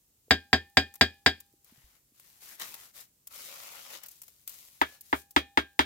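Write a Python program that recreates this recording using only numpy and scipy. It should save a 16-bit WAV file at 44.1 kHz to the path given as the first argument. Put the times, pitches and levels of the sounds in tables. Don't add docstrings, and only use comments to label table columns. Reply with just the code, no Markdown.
import sys
import numpy as np
from scipy import signal
from scipy.fft import rfft, irfft, next_fast_len
from scipy.io import wavfile
from scipy.ndimage import uniform_filter1d, map_coordinates

SR = 44100
rng = np.random.default_rng(int(sys.argv[2]) if len(sys.argv) > 2 else 0)


def dump(signal):
    limited = np.clip(np.atleast_2d(signal).T, -1, 1)
    pcm = np.round(limited * 32767).astype(np.int16)
    wavfile.write(sys.argv[1], SR, pcm)


N = 257984


def amp(db):
    return 10 ** (np.asarray(db) / 20)


def unit(x):
    return x / np.sqrt(np.mean(x ** 2) + 1e-20)


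def along(points, hz):
    point_hz, values = np.transpose(points)
    return np.interp(np.log(hz + 1), np.log(point_hz + 1), values)


def wobble(rate_hz):
    knots = rng.standard_normal(int(N * rate_hz / SR) + 4)
    return map_coordinates(knots, [np.arange(N) * rate_hz / SR])


def coloured(x, level_db):
    n = x.shape[-1]
    size = 2 * next_fast_len(n)
    gain = amp(level_db(np.fft.rfftfreq(size, 1 / SR)))
    cepstrum = irfft(np.log(gain + 1e-6))
    cepstrum[1:size // 2] *= 2
    cepstrum[size // 2 + 1:] = 0
    return irfft(rfft(x, size) * np.exp(rfft(cepstrum)))[..., :n]


def add(track, start_s, sound):
    part = track[:, round(start_s * SR):][:, :sound.shape[-1]]
    part += sound[..., :part.shape[1]]


def from_left(x, lead_ms, pan_db):
    late = np.pad(x[1], (round(lead_ms * SR / 1000), 0))[:x.shape[1]]
    return np.array([x[0] * amp(pan_db / 2), late * amp(-pan_db / 2)])


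def diffuse(size, mono_hz):
    mid, side = rfft(rng.standard_normal((2, size)))
    coherence = 1 / (1 + (np.fft.rfftfreq(size, 1 / SR) / mono_hz) ** 2)
    angle = np.arccos(coherence) / 2
    mid, side = mid * np.cos(angle), side * np.sin(angle)
    return irfft([mid + side, mid - side], size)


def ring(modes, rise_cycles, spread_hz, vary_db):
    t = np.arange(SR) / SR
    out = np.zeros((2, SR))
    for k, (hz, db, t60_s) in enumerate(modes):
        skew_rad = np.array([[.5], [-.5]]) * min(hz / spread_hz, np.pi / 2)
        decay = amp(db + vary_db * rng.normal() - 60 * t / t60_s)
        attack = 1 - np.exp(-t * hz / rise_cycles)
        out += (-1) ** k * decay * attack * np.sin(2 * np.pi * hz * t + skew_rad)
    return out


def force(x, db, thud_db, hardness_db):
    def level_db(hz):
        bass_db = thud_db / (1 + (hz / 420) ** 4)
        treble_db = hardness_db / (1 + (2400 / (hz + 1)) ** 4)
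        return db + bass_db + treble_db
    return coloured(x, level_db)


# (frequency [Hz], relative density [dB])
AIR_SPECTRUM = [(20, -24.5), (45, -1.5), (130, -1.5), (300, -9), (700, -17.5), (1500, -21), (4000, -17),
                (7500, -11.5), (9500, -14), (15300, -10), (16000, -22)]

def air():
    return amp(-69.5) * unit(coloured(diffuse(N, mono_hz=500), lambda hz: along(AIR_SPECTRUM, hz)))


# (time [s], level [dB], frequency [Hz])
KNOCKS = [(.282, -47, 448.5), (1.538, -52.5, 331), (1.723, -49, 233), (1.779, -55, 129), (1.841, -53, 54.3),
          (2.121, -59, 275)]

def knocks():
    out = np.zeros((2, N))
    t = np.arange(SR // 4) / SR
    attack = 1 - np.exp(-t / .00082)
    for time_s, db, hz in KNOCKS:
        decay = amp(db - 60 * t * hz / 9)
        add(out, time_s, attack * decay * np.sin(2 * np.pi * hz * t))
    return out


# (frequency [Hz], relative level [dB], t60 [s])
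STEEL_MODES = [(802, -14.5, 1.1), (1605, 1, .27), (1709, 1, .33), (1787, 1, .31), (2347, 0, .24),
               (2455, 3, .27), (3261, -1, .26)]

def steel():
    out = np.zeros((2, N))
    for time_s, db, thud_db, hardness_db in FRONT_BLOWS + LEFT_BLOWS:
        ringing = ring(STEEL_MODES, rise_cycles=3, spread_hz=3900, vary_db=5.5)
        add(out, time_s, force(ringing, db + .3 * hardness_db, thud_db, hardness_db))
    return amp(-47) * out


def grains(spectrum, rate_hz, spread_db, rub_gain):
    hits = rng.random(N) < rate_hz / SR
    sizes = amp(spread_db * np.minimum(rng.standard_normal(N), 2))
    snaps = unit(hits * sizes * diffuse(N, mono_hz=350))
    rub = rub_gain * diffuse(N, mono_hz=430)
    return unit(coloured(snaps + rub, lambda hz: along(spectrum, hz)))


# (frequency [Hz], relative density [dB])
SNAP_SPECTRUM = [(1500, -26), (4000, -12), (7500, -3), (9000, -5.5), (12000, 1.5), (15300, 2.5),
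                 (16500, -8.5)]
# (time [s], relative peak [dB], low crunch offset [dB])
CLUMPS = [(.9398, -38.5, -27), (.9544, -38.5, -19), (1.4022, -37.5, -21.5), (1.6452, -48.5, -31),
          (2.1974, -43, -30), (2.597, -32, -24), (2.6144, -31.5, -15), (2.7412, -34.5, -15),
          (3.271, -31, -24.5), (4.0342, -34.5, -16), (4.0612, -36, -31), (4.0846, -35.5, -31),
          (4.1126, -40, -36), (4.2173, -35, -26.5), (4.2334, -40, -26), (4.2802, -42, -19.5),
          (4.4762, -25.5, -27), (4.4934, -32.5, -35), (4.8156, -28, -33), (5.009, -35.5, -35),
          (5.3083, -38, -34)]

def grit(snap_t60_s=.0055, spray_t60_s=.04):
    crunch_env, fizz_env, snap_env = np.zeros((3, 1, N))
    t = np.arange(SR // 4) / SR
    for time_s, db, low_db in CLUMPS:
        spray = amp(db - 60 * t / spray_t60_s) * (1 - np.exp(-t / .00056))
        add(snap_env, time_s, amp(db - 60 * t / snap_t60_s))
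        add(fizz_env, time_s, spray)
        add(crunch_env, time_s, spray * amp(low_db))
    snaps = amp(-3.5) * coloured(snap_env * rng.standard_normal((2, N)),
                                 lambda hz: along(SNAP_SPECTRUM, hz))
    fizz = amp(-4) * fizz_env * grains(SNAP_SPECTRUM, rate_hz=2400, spread_db=3.5, rub_gain=.7)
    crunch = amp(7) * crunch_env * grains(SPREAD_SPECTRUM, rate_hz=1600, spread_db=10.5, rub_gain=.7)
    return from_left(snaps + fizz + crunch, lead_ms=.2, pan_db=5)


def crumbs(rate_hz, life_s):
    chance = rate_hz / SR * np.exp(-np.arange(SR) / SR / life_s)
    ticks = (rng.random(SR) < chance) * rng.uniform(-1, 1, (2, SR))
    return coloured(ticks, lambda hz: along(SNAP_SPECTRUM, hz))


def blade_gaps(x, depth_db):
    spectra = signal.stft(x, nperseg=512)[2]
    patches = uniform_filter1d(rng.standard_normal(spectra.shape[1:]), size=4, axis=0)
    patches = uniform_filter1d(patches, size=12, axis=1)
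    return unit(signal.istft(spectra * amp(depth_db * unit(patches)), nperseg=512)[1][:, :N])


def push(start_s, length_s, swell_db, attack_s=.06, release_t60_s=.19):
    t = np.arange(N) / SR - start_s
    attack = np.sin(np.pi / 2 * np.clip(t / attack_s, 0, 1)) ** 2
    held_db = swell_db * (np.clip(t / length_s, 0, 1) - .5)
    release_db = -60 * np.maximum(t - length_s, 0) / release_t60_s
    return attack * amp(held_db + release_db)


# (frequency [Hz], relative density [dB])
HISS_SPECTRUM = [(1500, -13.5), (4000, -3), (7500, -1), (9000, -3.5), (12000, 1), (15300, 0), (16500, -11)]

def strokes(rows, spectrum):
    rasp_power, hiss_power = np.zeros((2, N))
    for start_s, length_s, rasp_db, hiss_db, swell_db in rows:
        pressure = push(start_s, length_s, swell_db)
        rasp_power += (amp(rasp_db) * pressure) ** 2
        hiss_power += (amp(hiss_db) * pressure) ** 2
    rasp = blade_gaps(grains(spectrum, rate_hz=1500, spread_db=5, rub_gain=.9), depth_db=2.5)
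    hiss = grains(HISS_SPECTRUM, rate_hz=3000, spread_db=5.5, rub_gain=1)
    return np.sqrt(rasp_power) * rasp + np.sqrt(hiss_power) * hiss


# (frequency [Hz], relative density [dB])
SCOOP_SPECTRUM = [(59, -36), (100, -17), (318, -8.5), (393, -9), (707, -4.5), (1140, -3), (1390, -4.5),
                  (1750, -2), (1910, -1), (7000, -13), (9100, -33), (15400, -120)]
SPREAD_SPECTRUM = [(120, -51), (200, -12.5), (421, -12), (567, 1), (629, -6), (1430, -1), (1610, -6.5),
                   (2130, -0.5), (7000, -7), (9100, -33), (15400, -120)]
# (start [s], length [s], relative rasp [dB], relative hiss [dB], swell [dB])
SCOOP_STROKES = [(1.625, 0.344, -72, -69, -4.5), (2.12, .3, -74, -65.5, 5.5),
                 (2.385, .155, -60.5, -53, 2.5), (2.575, 0.046, -40.5, -42.5, 1),
                 (2.61, .265, -58.5, -53, -10), (2.92, .09, -60, -51, 0.5)]
SPREAD_STROKES = [(3.28, .19, -56.5, -51, 8.5), (3.45, 0.51, -54.5, -52.5, -3.5),
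                  (3.875, .082, -49, -52.5, 2), (3.995, 0.049, -55.5, -58, -2.5),
                  (4.06, .38, -81.5, -64.5, -9.5), (4.455, 0.47, -71, -60, -16.5),
                  (4.81, .14, -61.5, -60, 0.5), (4.99, 0.13, -78, -64, 5), (5.1, 0.096, -87, -53, -2)]

def mortar():
    stick_slip = amp(2.5 + .7 * wobble(rate_hz=63) + .65 * wobble(rate_hz=14))
    scooping = strokes(SCOOP_STROKES, SCOOP_SPECTRUM)
    spreading = strokes(SPREAD_STROKES, SPREAD_SPECTRUM)
    return from_left(stick_slip * (scooping + spreading), lead_ms=.3, pan_db=4.2)


def echoes(decay, rise_s, mono_hz):
    hz, t, spectra = signal.stft(diffuse(SR, mono_hz), SR, nperseg=256)
    fade = amp(-60 * t / along(decay, hz)[:, None])
    tail = signal.istft(spectra * fade, SR, nperseg=256)[1][:, :SR]
    tail *= 1 - np.exp(-np.arange(SR) / SR / rise_s)
    power = abs(uniform_filter1d(np.mean(abs(rfft(tail)) ** 2, axis=0), size=220))
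    return coloured(tail, lambda f: -10 * np.log10(np.interp(f, np.arange(len(power)), power) + 1e-12))


# (frequency [Hz], t60 [s])
WALL_DECAY = [(100, .2), (400, 0.11), (1500, 0.076), (4000, 0.12), (8000, 0.098), (15000, .13)]
YARD_DECAY = [(200, 0.34), (1500, 0.17), (4000, 0.37), (10000, .22)]

def tap(modes, crack, scatter, click_db, walls_db, yard_db, modes_db):
    contact = amp(click_db) * signal.unit_impulse(SR)
    walls = amp(walls_db) * echoes(WALL_DECAY, rise_s=.008, mono_hz=900)
    yard = amp(yard_db) * echoes(YARD_DECAY, rise_s=.011, mono_hz=400)
    body = amp(modes_db) * ring(modes, rise_cycles=.6, spread_hz=6500, vary_db=.6)
    return coloured(contact + scatter + walls + yard, lambda hz: along(crack, hz)) + body


# (frequency [Hz], relative level [dB], t60 [s])
LEFT_BRICK_MODES = [(74.7, -19.5, .18), (239.8, -14.5, .05), (281.5, -4, 0.067), (342.4, -15.5, .08),
                    (401.4, -21.5, 0.14), (635, -17.5, 0.11), (856, 1, 0.032), (950, 4.5, 0.031),
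                    (1201, -31, 0.023), (1706, 1, 0.017), (2110, -3, 0.0066), (2260, -19, 0.14),
                    (2778, -14, 0.058), (3260, -13, 0.16), (3530, -24, 0.11), (4680, -23.5, 0.12),
                    (4934, -20.5, 0.09)]
# (frequency [Hz], relative density [dB])
LEFT_CRACK_SPECTRUM = [(30, -49.5), (280, -1), (520, -6), (900, -5), (1700, 3), (2500, -3.5), (3700, -2.5),
                       (4200, -8), (4900, -16.5), (5800, -15), (8500, -23), (15500, -25)]
# (time [s], gain [dB], thud [dB], hardness [dB])
LEFT_BLOWS = [(4.8146, -1, -7.5, -9), (5.1282, -3, -1, -13.5), (5.3634, -0.5, 2, -1),
              (5.5739, -0.5, 0, -4.5), (5.7923, -0.5, 0.5, -0.5)]

def left_brick():
    out = np.zeros((2, N))
    scatter_decay = [(200, .032), (1500, .069), (5000, .022), (12000, .029)]
    scatter = amp(15) * echoes(scatter_decay, rise_s=.001, mono_hz=700)
    for time_s, db, thud_db, hardness_db in LEFT_BLOWS:
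        blow = tap(LEFT_BRICK_MODES, LEFT_CRACK_SPECTRUM, scatter,
                   click_db=13.5, walls_db=13.5, yard_db=-3.5, modes_db=-12)
        ticks = amp(-39.5) * crumbs(rate_hz=40, life_s=.14)
        add(out, time_s, force(blow, db, thud_db, hardness_db) + ticks)
    return from_left(out, lead_ms=.38, pan_db=.5)


# (frequency [Hz], relative level [dB], t60 [s])
FRONT_BRICK_MODES = [(80, -11, 0.19), (135.2, -30.5, 0.053), (228, -2.5, 0.051), (273, -6.5, 0.11),
                     (400, -12, 0.13), (450, -19, 0.078), (656, -8.5, 0.084), (755, -4.5, 0.091),
                     (1040, -22, 0.063), (1621, -1.5, 0.13), (1752, -10, .085), (1774, -12.5, 0.19),
                     (2330, -11.5, .09), (2890, -23.5, .1), (3165, -17, 0.14), (3253, -11.5, 0.16),
                     (3300, -12.5, 0.16), (3740, -6.5, 0.12), (4040, -14.5, .1), (4630, -9, 0.12),
                     (4960, -6, .1), (5824, -27.5, .11), (6340, -29.5, .1), (7500, -28.5, .11)]
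# (frequency [Hz], relative density [dB])
FRONT_CRACK_SPECTRUM = [(30, -38), (220, -1), (500, -1), (750, -2), (1200, -3.5), (1700, 6), (2700, -5.5),
                        (3400, -3.5), (4200, -10), (5000, -3.5), (5500, -21.5), (7900, -16), (8700, -31),
                        (15500, -26.5)]
# (time [s], gain [dB], thud [dB], hardness [dB])
FRONT_BLOWS = [(0.3084, 0, 3.5, 2), (0.53, 0, 2.5, -1), (.7709, 0, 3, 2), (1.0111, -0.5, 4.5, 4),
               (1.262, 0, 1, 2)]

def front_brick():
    out = np.zeros((2, N))
    scatter_decay = [(200, .053), (1500, .014), (5000, .03), (12000, .036)]
    scatter = amp(18.5) * echoes(scatter_decay, rise_s=.0018, mono_hz=1100)
    for time_s, db, thud_db, hardness_db in FRONT_BLOWS:
        blow = tap(FRONT_BRICK_MODES, FRONT_CRACK_SPECTRUM, scatter,
                   click_db=9, walls_db=13, yard_db=-2, modes_db=-15)
        ticks = amp(-36.5) * crumbs(rate_hz=45, life_s=.15)
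        add(out, time_s, force(blow, db, thud_db, hardness_db) + ticks)
    return from_left(out, lead_ms=.045, pan_db=1.4)


def scene():
    return front_brick() + left_brick() + steel() + mortar() + grit() + knocks() + air()


def record(dry):
    ceiling, cutoff_hz = .98, 15900
    limited = dry / (1 + abs(dry / ceiling) ** 8) ** (1 / 8)
    size = next_fast_len(N + SR // 2)
    passband = np.fft.rfftfreq(size, 1 / SR) < cutoff_hz
    return irfft(rfft(limited, size) * passband, size)[:, :N]


dry = scene()
out = record(dry)
dump(out)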